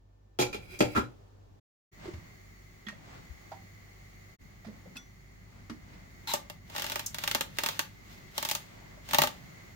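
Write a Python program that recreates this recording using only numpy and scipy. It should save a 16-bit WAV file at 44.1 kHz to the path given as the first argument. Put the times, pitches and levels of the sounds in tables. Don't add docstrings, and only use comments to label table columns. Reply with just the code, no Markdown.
import sys
import numpy as np
from scipy import signal
from scipy.fft import rfft, irfft, next_fast_len
from scipy.io import wavfile
from scipy.ndimage import map_coordinates

SR = 44100
rng = np.random.default_rng(int(sys.argv[2]) if len(sys.argv) > 2 else 0)


def int16_out(signal):
    q = np.round(np.clip(np.atleast_2d(signal).T, -1, 1) * 32767)
    wavfile.write(sys.argv[1], SR, q.astype(np.int16))


N = 429975

# start_s, level_db, thud_re_clink_db
LID_CONTACTS = [(0.3883, -19.5, 2), (.397, -17.5, -5), (.411, -18, -2.5), (.422, -21, -1.5),
                (.436, -37.5, -11.5), (0.529, -28.5, -14), (.544, -29.5, 0), (.739, -41.5, -4.5),
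                (.79, -29.5, -8), (0.8053, -13.5, 3.5), (.822, -24.5, 4), (.950, -27, -4.5),
                (.956, -25, -4), (.963, -19, -1.5), (.975, -19, 1), (.990, -29.5, 3), (1.015, -39.5, 2.5)]
# time_s, thud_centre_hz, clink_centre_hz
LID_SEATING = [(.39, 416, 3240), (0.41, 410, 4730), (.422, 400, 2380), (.54, 437, 2870), (.74, 400, 2400),
               (.79, 310, 6170), (0.804, 310, 2240), (.83, 313, 2340), (.97, 255, 1270)]
# pitch_hz, level_db, t60_s
RIM_MODES = [(1033, 0, 0.056), (1305, -4.5, .1), (1367, -6, 0.14), (1401, -9, 0.11), (1645, -7.5, 0.06),
             (1880, -13.5, 0.051), (2170, -17, 0.08), (2347, -8.5, 0.12), (2413, -8.5, 0.13),
             (2570, -14.5, 0.17), (2740, -22, 0.18), (3284, -10.5, 0.13), (4000, -17, .2),
             (4720, -14, 0.16), (4870, -17, 0.12), (5100, -18, .12), (5800, -20.5, .15), (6170, -11.5, .15),
             (6900, -9, 0.19), (7550, -15, 0.15)]
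# pitch_hz, level_db, t60_s
PAN_MODES = [(75, -3, .2), (117.1, -1.5, 0.28), (195, -4.5, 0.15), (251, -1.5, 0.1), (300.5, 0.5, 0.082),
             (383.4, -1.5, 0.09), (471, -1, 0.078), (563, 0, 0.11), (701, -2, 0.069), (783, 3.5, 0.075),
             (843, -0.5, 0.12)]
# frequency_hz, level_db
CLATTER_TOP = [(7000, -5.0), (9500, -5.0), (14500, 0.5), (16300, -21)]
# time_s, level_db
LID_SLIDE = [(.45, -68), (.6, -64), (.675, -59), (.71, -47.5), (.758, -50.5), (.785, -57.5), (.83, -51.5),
             (.9, -56.5), (.936, -55), (1.1, -79.5)]
# centre_hz, width_hz, level_db
SCRAPE_BANDS = [(370, 59, -6.5), (1410, 120, -15.5), (2350, 260, -4), (3300, 110, -20), (3970, 120, -20),
                (4900, 320, -22)]
# start_s, level_db, fruit_re_crack_db
RIND_CRACKS = [(6.336, -18.5, -12.5), (6.3428, -29.5, -17), (6.4984, -30, -19), (6.699, -38, -19),
               (6.749, -34, -13), (6.7621, -24, -22), (6.7805, -23, -21.5), (6.796, -24, -25),
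               (6.8203, -21, -28), (6.8422, -24, -17), (6.8644, -25, -28), (6.898, -23.5, -26),
               (6.9191, -21, -22), (6.9571, -20, -18.5), (6.9936, -21, -26.5), (7.0613, -22.5, -54),
               (7.1446, -23, -29), (7.184, -22.5, -28), (7.237, -18.5, -26), (7.2759, -15, -27),
               (7.3124, -17, -31), (7.3476, -12.5, -22), (7.4082, -15, -24.5), (7.57, -37, -26),
               (7.5852, -15.5, -25), (7.635, -15.5, -24.5), (7.661, -15.5, -24.5), (7.6869, -17.5, -24),
               (7.792, -12.5, -27), (8.3788, -16.5, -23.5), (8.4264, -19.5, -22), (8.4495, -18.5, -23.5),
               (8.4878, -19, -29), (8.497, -21, -30), (8.512, -14.5, -25.5), (8.55, -17.5, -25.5),
               (9.0883, -30.5, -20.5), (9.11, -25.5, -31), (9.133, -14.5, -18.5), (9.1452, -10.5, -22),
               (9.184, -8.5, -15.5), (9.2178, -9, -20), (9.2356, -15, -15.5), (9.2458, -29, -31),
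               (9.272, -21.5, -22.5)]
# frequency_hz, density_db (per Hz)
SNAP_SPECTRUM = [(150, -28), (300, -12), (580, -26), (850, -12), (1050, -17.5), (1400, -9.5), (3500, -8),
                 (4800, -13), (6900, -15), (9200, -22.5), (11000, -22.5), (13000, -16.5), (15500, -19),
                 (16500, -46.5)]
# time_s, bass_cut_db_per_octave (below 6 kHz)
CRACK_BASS_CUT = [(6.34, 10), (6.5, -0.5), (6.9, -0.5), (7.3, -1), (7.8, -1), (8.43, 1.5), (8.55, 3.5),
                  (9.13, -0.5)]
# pitch_hz, level_db, t60_s
FRUIT_MODES = [(150, -9.5, 0.068), (247, -11, 0.18), (365, -7.5, 0.064), (575, 5, 0.063), (860, 13, 0.033),
               (1201, 9.5, 0.035), (1870, 0, 0.055), (2700, -1, 0.035), (3650, -4, 0.025)]
# start_s, level_db, pitch_hz, t60_s
CRACK_PINGS = [(6.337, -28, 6660, 0.024), (7.0637, -33.5, 6500, 0.063)]
# start_s, end_s, tearing_db
BLADE_PUSHES = [(6.762, 6.917, -47), (7.213, 7.313, -51), (7.605, 7.714, -49.5), (8.104, 8.11, -60),
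                (8.381, 8.503, -50), (9.111, 9.2, -47)]
# time_s, level_db, pitch_hz
TIP_SQUEAKS = [(6.278, -45, 4150), (6.287, -39, 4000), (6.299, -48, 4040), (6.317, -35, 3900)]
# pitch_hz, level_db, t60_s
BLADE_MODES = [(1435, -5, 0.13), (2600, 16.5, 0.028), (3440, 1, 0.16), (5636, -7, .15), (5916, -6, 0.32),
               (7200, -17, .2), (7800, -24, .15)]
# start_s, level_db, pitch_hz, tick_re_bump_db, left_minus_right_db, rise_s (time constant)
BOARD_BUMPS = [(2.054, -28, 390, -21, 2, 0.003), (2.054, -40, 973, -6, -2, .002),
               (2.078, -28, 350, -15, -2, 0.0075), (2.135, -38, 616, -6.5, -1, 0.0034),
               (2.136, -31, 83.4, -27, 1, 0.0049), (2.174, -29, 100, -30, -6, 0.0053),
               (2.866, -34, 205, -8, -2, 0.0025), (2.867, -32, 1900, -30, -2, .001),
               (2.866, -36, 3350, -30, -5, .001), (2.884, -32.5, 1890, -1, -1, 0.00068),
               (2.925, -38, 570, -18, -3, .0026), (3.299, -37, 69.6, -20, 11, 0.0057),
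               (3.5155, -20, 778, -22, -5.5, 0.005), (3.537, -39, 790, -18, -5, .006),
               (4.645, -33.5, 687, -7, -11, 0.011), (4.664, -31, 214, -7, -2, 0.018),
               (4.682, -33.5, 546, -20, -5, 0.0064), (4.835, -39, 780, -20, 3, 0.0092),
               (4.855, -32, 548, -20.5, 1, .008), (4.87, -35.5, 193, -25, -1, 0.0058),
               (4.905, -41, 188, -27, -2, 0.0054), (4.955, -39.5, 254, 5, -2, 0.0084),
               (5.697, -30.5, 308, -6, 1.5, 0.00051), (5.703, -28.5, 235, -32, -5, 0.0029),
               (5.929, -49, 298, 5, -4, 0.011), (7.351, -36, 251, -31, -1, 0.0037),
               (8.82, -42, 790, -21, -6, 0.007), (8.97, -37, 613, -17, 2, 0.0077),
               (9.2, -30, 154, -28, -2, 0.0043)]
# frequency_hz, t60_s
BOARD_DAMPING = [(60, 0.16), (120, 0.08), (240, 0.17), (310, 0.15), (380, 0.053), (800, 0.05), (1900, .07)]
# frequency_hz, density_db (per Hz)
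TICK_SPECTRUM = [(200, -14), (700, -2), (1150, 4.5), (1450, 1), (1900, 3), (2500, -2), (3300, -6.5),
                 (4000, -6), (4700, -5), (6000, -10), (9000, -21), (14000, -26.5)]
# time_s, rumble_db
HANDLING = [(1.9, -62), (2.05, -52.5), (2.2, -55.5), (2.58, -60.5), (3.0, -56), (3.15, -54), (3.3, -57),
            (3.7, -58.5), (4.3, -60), (4.75, -56), (5.1, -59.5), (5.9, -55), (6.2, -57), (7.35, -54.5),
            (7.95, -56.5), (9.2, -54.5), (9.75, -56.5)]
# frequency_hz, density_db (per Hz)
RUMBLE_SPECTRUM = [(12, -37), (20, -13), (60, -5.5), (173, -4.5), (296, -17.5), (400, -63), (520, -58.5),
                   (880, -120)]
# frequency_hz, density_db (per Hz)
RUB_SPECTRUM = [(180, -15), (300, -4), (354, -12), (656, -6), (2050, -14), (8000, -28), (10400, -52),
                (17600, -120)]
# frequency_hz, t60_s
WALL_DECAY = [(150, 0.42), (1000, 0.22), (5000, 0.21), (14000, 0.18)]
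# frequency_hz, density_db (per Hz)
AIR_SPECTRUM = [(20, -24), (40, -12.5), (72, -15.5), (102, -8.5), (130, -17), (400, -25), (800, -30),
                (2000, -43.5), (7000, -49.5), (9000, -61), (16000, -57)]
# time_s, bass_db, treble_db (above 300 Hz)
AIR_LEVEL = [(0, -69, -75.5), (.37, -70, -73), (.5, -54, -62.5), (1.1, -62, -62), (1.3, -64, -66),
             (1.6, -62.5, -68.5)]
# frequency_hz, density_db (per Hz)
HISS_SPECTRUM = [(180, -14), (300, -7.5), (366, 0), (478, -9.5), (749, -8), (1030, -16.5), (1120, -7.5),
                 (1460, -14.5), (2030, -9.5), (2520, -17), (4440, -20), (5520, -20), (6520, -26.5),
                 (10700, -28.5), (16000, -23.5)]
# centre_hz, width_hz, height_db
HISS_WHINES = [(2090, 370, 10.5), (4415, 140, 10), (6724, 950, 13), (13400, 300, 7), (15600, 300, 7)]
# time_s, level_db
HISS_LEVEL = [(1.9, -61), (4.35, -60), (4.4, -62), (4.6, -63), (6, -61), (9.75, -59.5)]
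# pitch_hz, level_db
HUM_TONES = [(49.5, -62), (99.5, -62.5), (1780, -91.5)]
# frequency_hz, correlation (no unit)
STEREO_LIKENESS = [(60, 0.65), (180, 0.73), (550, -0.37), (1650, -0.26), (4970, -0.0082), (15000, -0.1)]
# fade_start_s, silence_start_s, silence_end_s, fade_end_s
FADES = [(1.592, 1.6, 1.915, 1.935), (4.338, 4.367, 4.386, 4.418)]

MIX_DB = 3
SHALLOW_DB, THINNING = -38, 3.1
PUSH_RISE, PUSH_FALL = 270, 93
DRAG_DB = -4.5
PIERCE_START_S, PIERCE_END_S, PIERCE_DB = 6.274, 6.36, -40
PIERCE_RISE, PIERCE_FALL = 8600, 1500
SQUEAK_RISE, SQUEAK_FALL = 2800, 1040
BLADE_TAP_S, BLADE_TAP_DB = 4.968, -47
RUB_DB, RUB_GROWS = -64.5, 2.47
OUTPUT_GAIN_DB, TOP_HZ = 2.5, 16800


def lid():
    out = np.zeros((2, N))
    when, thuds_hz, clinks_hz = np.transpose(LID_SEATING)
    for s, db, thud_db in LID_CONTACTS:
        thud_hz = np.interp(s, when, thuds_hz)
        clink_hz = np.interp(s, when, clinks_hz)
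        pan_modes = around(PAN_MODES, thud_hz, slope_db=8)
        thud = ring(pan_modes, scatter_db=1.5, attack=0.00041, lag=.0005, seconds=.3, blur_hz=7.3)
        add(out, s, amp(db + thud_db - 6.0) * thud)
        rim_modes = around(RIM_MODES, clink_hz, slope_db=8.5, nearest_db=4)
        clink = ring(rim_modes, scatter_db=MIX_DB, attack=0.00065, detune=.004, seconds=.3, blur_hz=20)
        add(out, s, amp(db - 8) * clink)
        clatter = lambda hz: -9 * abs(np.log2(hz / clink_hz + 0.011)) + along(CLATTER_TOP, hz)
        add(out, s, amp(db - 16.5) * puff(0.13, clatter, seconds=0.14))

    def scrape(f):
        bands = sum(amp(db) / (1 + ((f - hz) / width * 2) ** 2) for hz, width, db in SCRAPE_BANDS)
        return 20 * np.log10(0.027 + bands)

    slide_db = curves(LID_SLIDE, -120)[0] + 2.9 * wobble(22)
    return out + amp(slide_db) * rush(scrape, grain_db=1.0)


def cracks():
    out = np.zeros((2, N))
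    for s, db, fruit_db in RIND_CRACKS:
        cut_db = np.interp(s, *np.transpose(CRACK_BASS_CUT))
        tilt_db = cut_db + THINNING * max(SHALLOW_DB - fruit_db, 0)
        colour = lambda hz: along(SNAP_SPECTRUM, hz) + tilt_db * np.minimum(np.log2(hz / 6000 + .01), 0)
        sharp = lambda hz: colour(hz) + 4 * np.log2(hz / 4000 + 0.012)
        add(out, s - .0008, amp(db + 1.5) * spike(sharp))
        add(out, s + 0.00057, amp(db - 14.5) * puff(0.0054, sharp))
        add(out, s + .0005, amp(db - 11.0) * puff(0.044, colour))
        hollow = ring(FRUIT_MODES, scatter_db=MIX_DB / 2, attack=0.00082, detune=0.023,
                      lag=0.0003, seconds=0.13, unlike_hz=3960)
        add(out, s + 0.00206, amp(db + fruit_db - 2) * hollow)
    for s, db, hz, t60 in CRACK_PINGS:
        add(out, s, amp(db) * puff(t60, lambda f: -22 * abs(np.log2(f / hz + .01))))
    return out


def tearing():
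    push = sum(swell(*row, PUSH_RISE, PUSH_FALL) for row in BLADE_PUSHES)
    force = push + swell(PIERCE_START_S, PIERCE_END_S, PIERCE_DB, PIERCE_RISE, PIERCE_FALL)
    squeak_gain = sum(swell(s, s, db, SQUEAK_RISE, SQUEAK_FALL) for s, db, hz in TIP_SQUEAKS)
    turns = np.cumsum(curves(TIP_SQUEAKS)[1] * (1 + .03 * wobble(900))) / SR
    groan_turns = np.cumsum(900 * (1 + .07 * wobble(300))) / SR
    groan = 0.81 * np.sin(2 * np.pi * groan_turns)
    squeak = squeak_gain * amp(3.8 * wobble(300)) * (np.sin(2 * np.pi * turns) + groan)
    drag = push * amp(DRAG_DB) * rush(lambda f: along(RUB_SPECTRUM, f))
    grit = force * amp(1.6 * wobble(60)) * rush(lambda f: along(SNAP_SPECTRUM, f), grain_db=1.0)
    return grit + drag + squeak * amp([[2], [-2]])


def blade():
    out = np.zeros((2, N))
    ting = ring(BLADE_MODES, scatter_db=0.2, attack=0.0032, detune=0, lag=0, unlike_hz=9000)
    add(out, BLADE_TAP_S, amp(BLADE_TAP_DB) * ting)
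    brush = puff(0.062, lambda f: -7 * abs(np.log2(f / 4200 + .01)))
    add(out, BLADE_TAP_S, amp(BLADE_TAP_DB + 2.5) * brush)
    return out


def board():
    out = np.zeros((2, N))
    t = np.arange(int(.4 * SR)) / SR
    for s, db, hz, tick_db, pan_db, rise in BOARD_BUMPS:
        t60 = along(BOARD_DAMPING, hz)
        soft = min(rise / .02, 1)
        tone = ring([(hz, -1.5, t60)], scatter_db=-1.5, attack=0.0019, detune=0.0077,
                    lag=0.00017, unlike_hz=9000)
        tone = amp(-4.5 - 3.1 * soft) * tone
        thud = lambda f: (14 * soft - 26) * abs(np.log2(f / hz + 0.015))
        smear = amp(-16.5 + 10.4 * soft) * puff(t60, thud, seconds=.4)[0]
        tick = amp(tick_db - 5.5) * puff(0.065, lambda f: along(TICK_SPECTRUM, f), seconds=.4)
        gain = amp(db + pan_db * np.array([[.5], [-.5]]))
        add(out, s, gain * (tone + smear + tick) * (1 - np.exp(-t / rise)))
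    return out


def hands():
    rumble_db, = curves(HANDLING, -120)
    rub_db = RUB_DB + RUB_GROWS * (rumble_db + 56)
    rumble = amp(rumble_db - 2 + 1.5 * wobble(12)) * rush(lambda f: along(RUMBLE_SPECTRUM, f))
    rub = amp(rub_db + 2.8 * wobble(9.5)) * rush(lambda f: along(RUB_SPECTRUM, f), grain_db=-0.5)
    return rumble + rub


def walls(x):
    hz, t, z = signal.stft(rng.standard_normal((2, SR // 2)), SR, nperseg=256)
    decay = amp(-60 * t / along(WALL_DECAY, hz)[:, None])
    tail = signal.istft(z * decay, SR, nperseg=256)[1]
    x = filtered(x, lambda f: f / np.hypot(f, 400))
    return signal.fftconvolve(x, tail / np.linalg.norm(tail[0]), axes=1)[:, :N]


def kitchen():
    whines = lambda f: sum(db / (1 + ((f - hz) / width * 2) ** 2) for hz, width, db in HISS_WHINES)
    bass_db, treble_db = curves(AIR_LEVEL, -120)
    bass = rush(lambda f: along(AIR_SPECTRUM, f) - 60 * (f > 300))
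    treble = rush(lambda f: along(AIR_SPECTRUM, f) - 60 * (f <= 300))
    air = amp(bass_db) * bass + amp(treble_db) * treble
    hiss_db = curves(HISS_LEVEL, -120)[0] + 1.7 * wobble(3.33)
    hiss = amp(hiss_db) * rush(lambda f: along(HISS_SPECTRUM, f) + whines(f))
    hum = 0
    for hz, db in HUM_TONES:
        level = amp(db + 0.5 + 2.6 * wobble(3))
        hum = hum + level * np.sin(2 * np.pi * hz * np.arange(N) / SR + .5 * wobble(6.0))
    return air + hiss + hum


def ring(modes, scatter_db, attack, detune=0.018, lag=0.000383, seconds=.4, blur_hz=0, unlike_hz=1500):
    t = np.arange(int(seconds * SR)) / SR
    hz, db, t60 = np.transpose(modes)[:, :, None, None]
    phase_draw, level_draw, pitch_draw = rng.standard_normal((3, len(modes), 2, 1))
    apart = np.minimum(hz / unlike_hz, 1)
    strength = level_draw[:, :1] + apart * level_draw * [[0], [1]]
    level = amp(db + scatter_db * strength - 60 * t / t60)
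    sign = np.pi * np.arange(len(modes))[:, None, None]
    phase = sign + apart * phase_draw - 2 * np.pi * hz * lag * np.array([[0], [1]])
    steps = rng.standard_normal((len(modes), 1, len(t)))
    phase = phase + np.sqrt(2 * np.pi * abs(blur_hz) / SR) * np.cumsum(steps, axis=2)
    pitch = hz * (1 + detune * pitch_draw[:, :1])
    return (level * np.sin(2 * np.pi * pitch * t + phase)).sum(0) * (1 - np.exp(-t / attack))


def around(modes, centre_hz, slope_db, nearest_db=0):
    near = lambda hz: nearest_db / (1 + ((hz / centre_hz - 1) / .04) ** 2)
    level = lambda hz, db: db - slope_db * abs(np.log2(hz / centre_hz)) + near(hz)
    return [(hz, level(hz, db), t60) for hz, db, t60 in modes]


def spike(level_db, lag=.00012, bounce=0.000443, bounce_db=[[-5], [-.7]]):
    pulse = np.zeros((2, 256))
    pulse[:, round(.002 * SR)] = -1
    delay = lambda hz, s: np.exp(-2j * np.pi * hz * s)
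    path = lambda hz: delay(hz, np.array([[0], [lag]])) * (1 + amp(bounce_db) * delay(hz, bounce))
    shape = filtered(pulse, lambda hz: amp(level_db(hz)) * path(hz))
    return shape / abs(shape).max()


def puff(t60, level_db, seconds=.1):
    t = np.arange(int(seconds * SR)) / SR
    noise = rng.standard_normal((2, len(t)))
    return unit(filtered(noise, lambda hz: amp(level_db(hz)))) * amp(-60 * t / t60)


def rush(level_db, grain_db=0):
    pair = rng.standard_normal((2, N)) * amp(grain_db * wobble(700))
    turn = lambda hz: np.arccos(np.clip(along(STEREO_LIKENESS, hz), -1, 1)) / 2
    mid, side = filtered(pair, lambda hz: amp(level_db(hz)) * [np.cos(turn(hz)), np.sin(turn(hz))])
    return unit(np.array([mid + side, mid - side]))


def swell(start, end, db, rise, fall):
    t = np.arange(N) / SR
    return amp(db - rise * np.maximum(start - t, 0) - fall * np.maximum(t - end, 0))


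def wobble(rate):
    knots = rng.standard_normal(int(N * rate / SR) + 4)
    return map_coordinates(knots, [np.arange(N) * rate / SR])


def curves(rows, outside=None):
    s, *cols = np.transpose(rows)
    return [np.interp(np.arange(N) / SR, s, c, outside, outside) for c in cols]


def along(points, hz):
    f, v = np.transpose(points)
    return np.interp(np.log(hz + 1), np.log(f + 1), v)


def filtered(x, response):
    n = x.shape[-1]
    m = next_fast_len(n + 8192)
    return irfft(rfft(x, m) * response(np.fft.rfftfreq(m, 1 / SR)), m)[..., :n]


def add(out, s, sound):
    part = out[:, round(s * SR):][:, :sound.shape[1]]
    part += sound[:, :part.shape[1]]


def amp(db):
    return 10 ** (np.asarray(db) / 20)


def unit(x):
    return x / np.sqrt(np.mean(x ** 2) + 1e-20)


def scene():
    pot, knife, bumps = lid(), cracks() + tearing(), board()
    room = walls(amp(-6.0) * pot + amp(-7) * knife + amp(-4.5) * bumps)
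    return pot + knife + bumps + blade() + room + hands() + kitchen()


def record(dry):
    t = np.arange(N) / SR
    fade = np.prod([np.interp(t, times, [1, 0, 0, 1]) for times in FADES], axis=0)
    return filtered(dry * amp(OUTPUT_GAIN_DB) * fade, lambda hz: hz < TOP_HZ)


dry = scene()
out = record(dry)
int16_out(out)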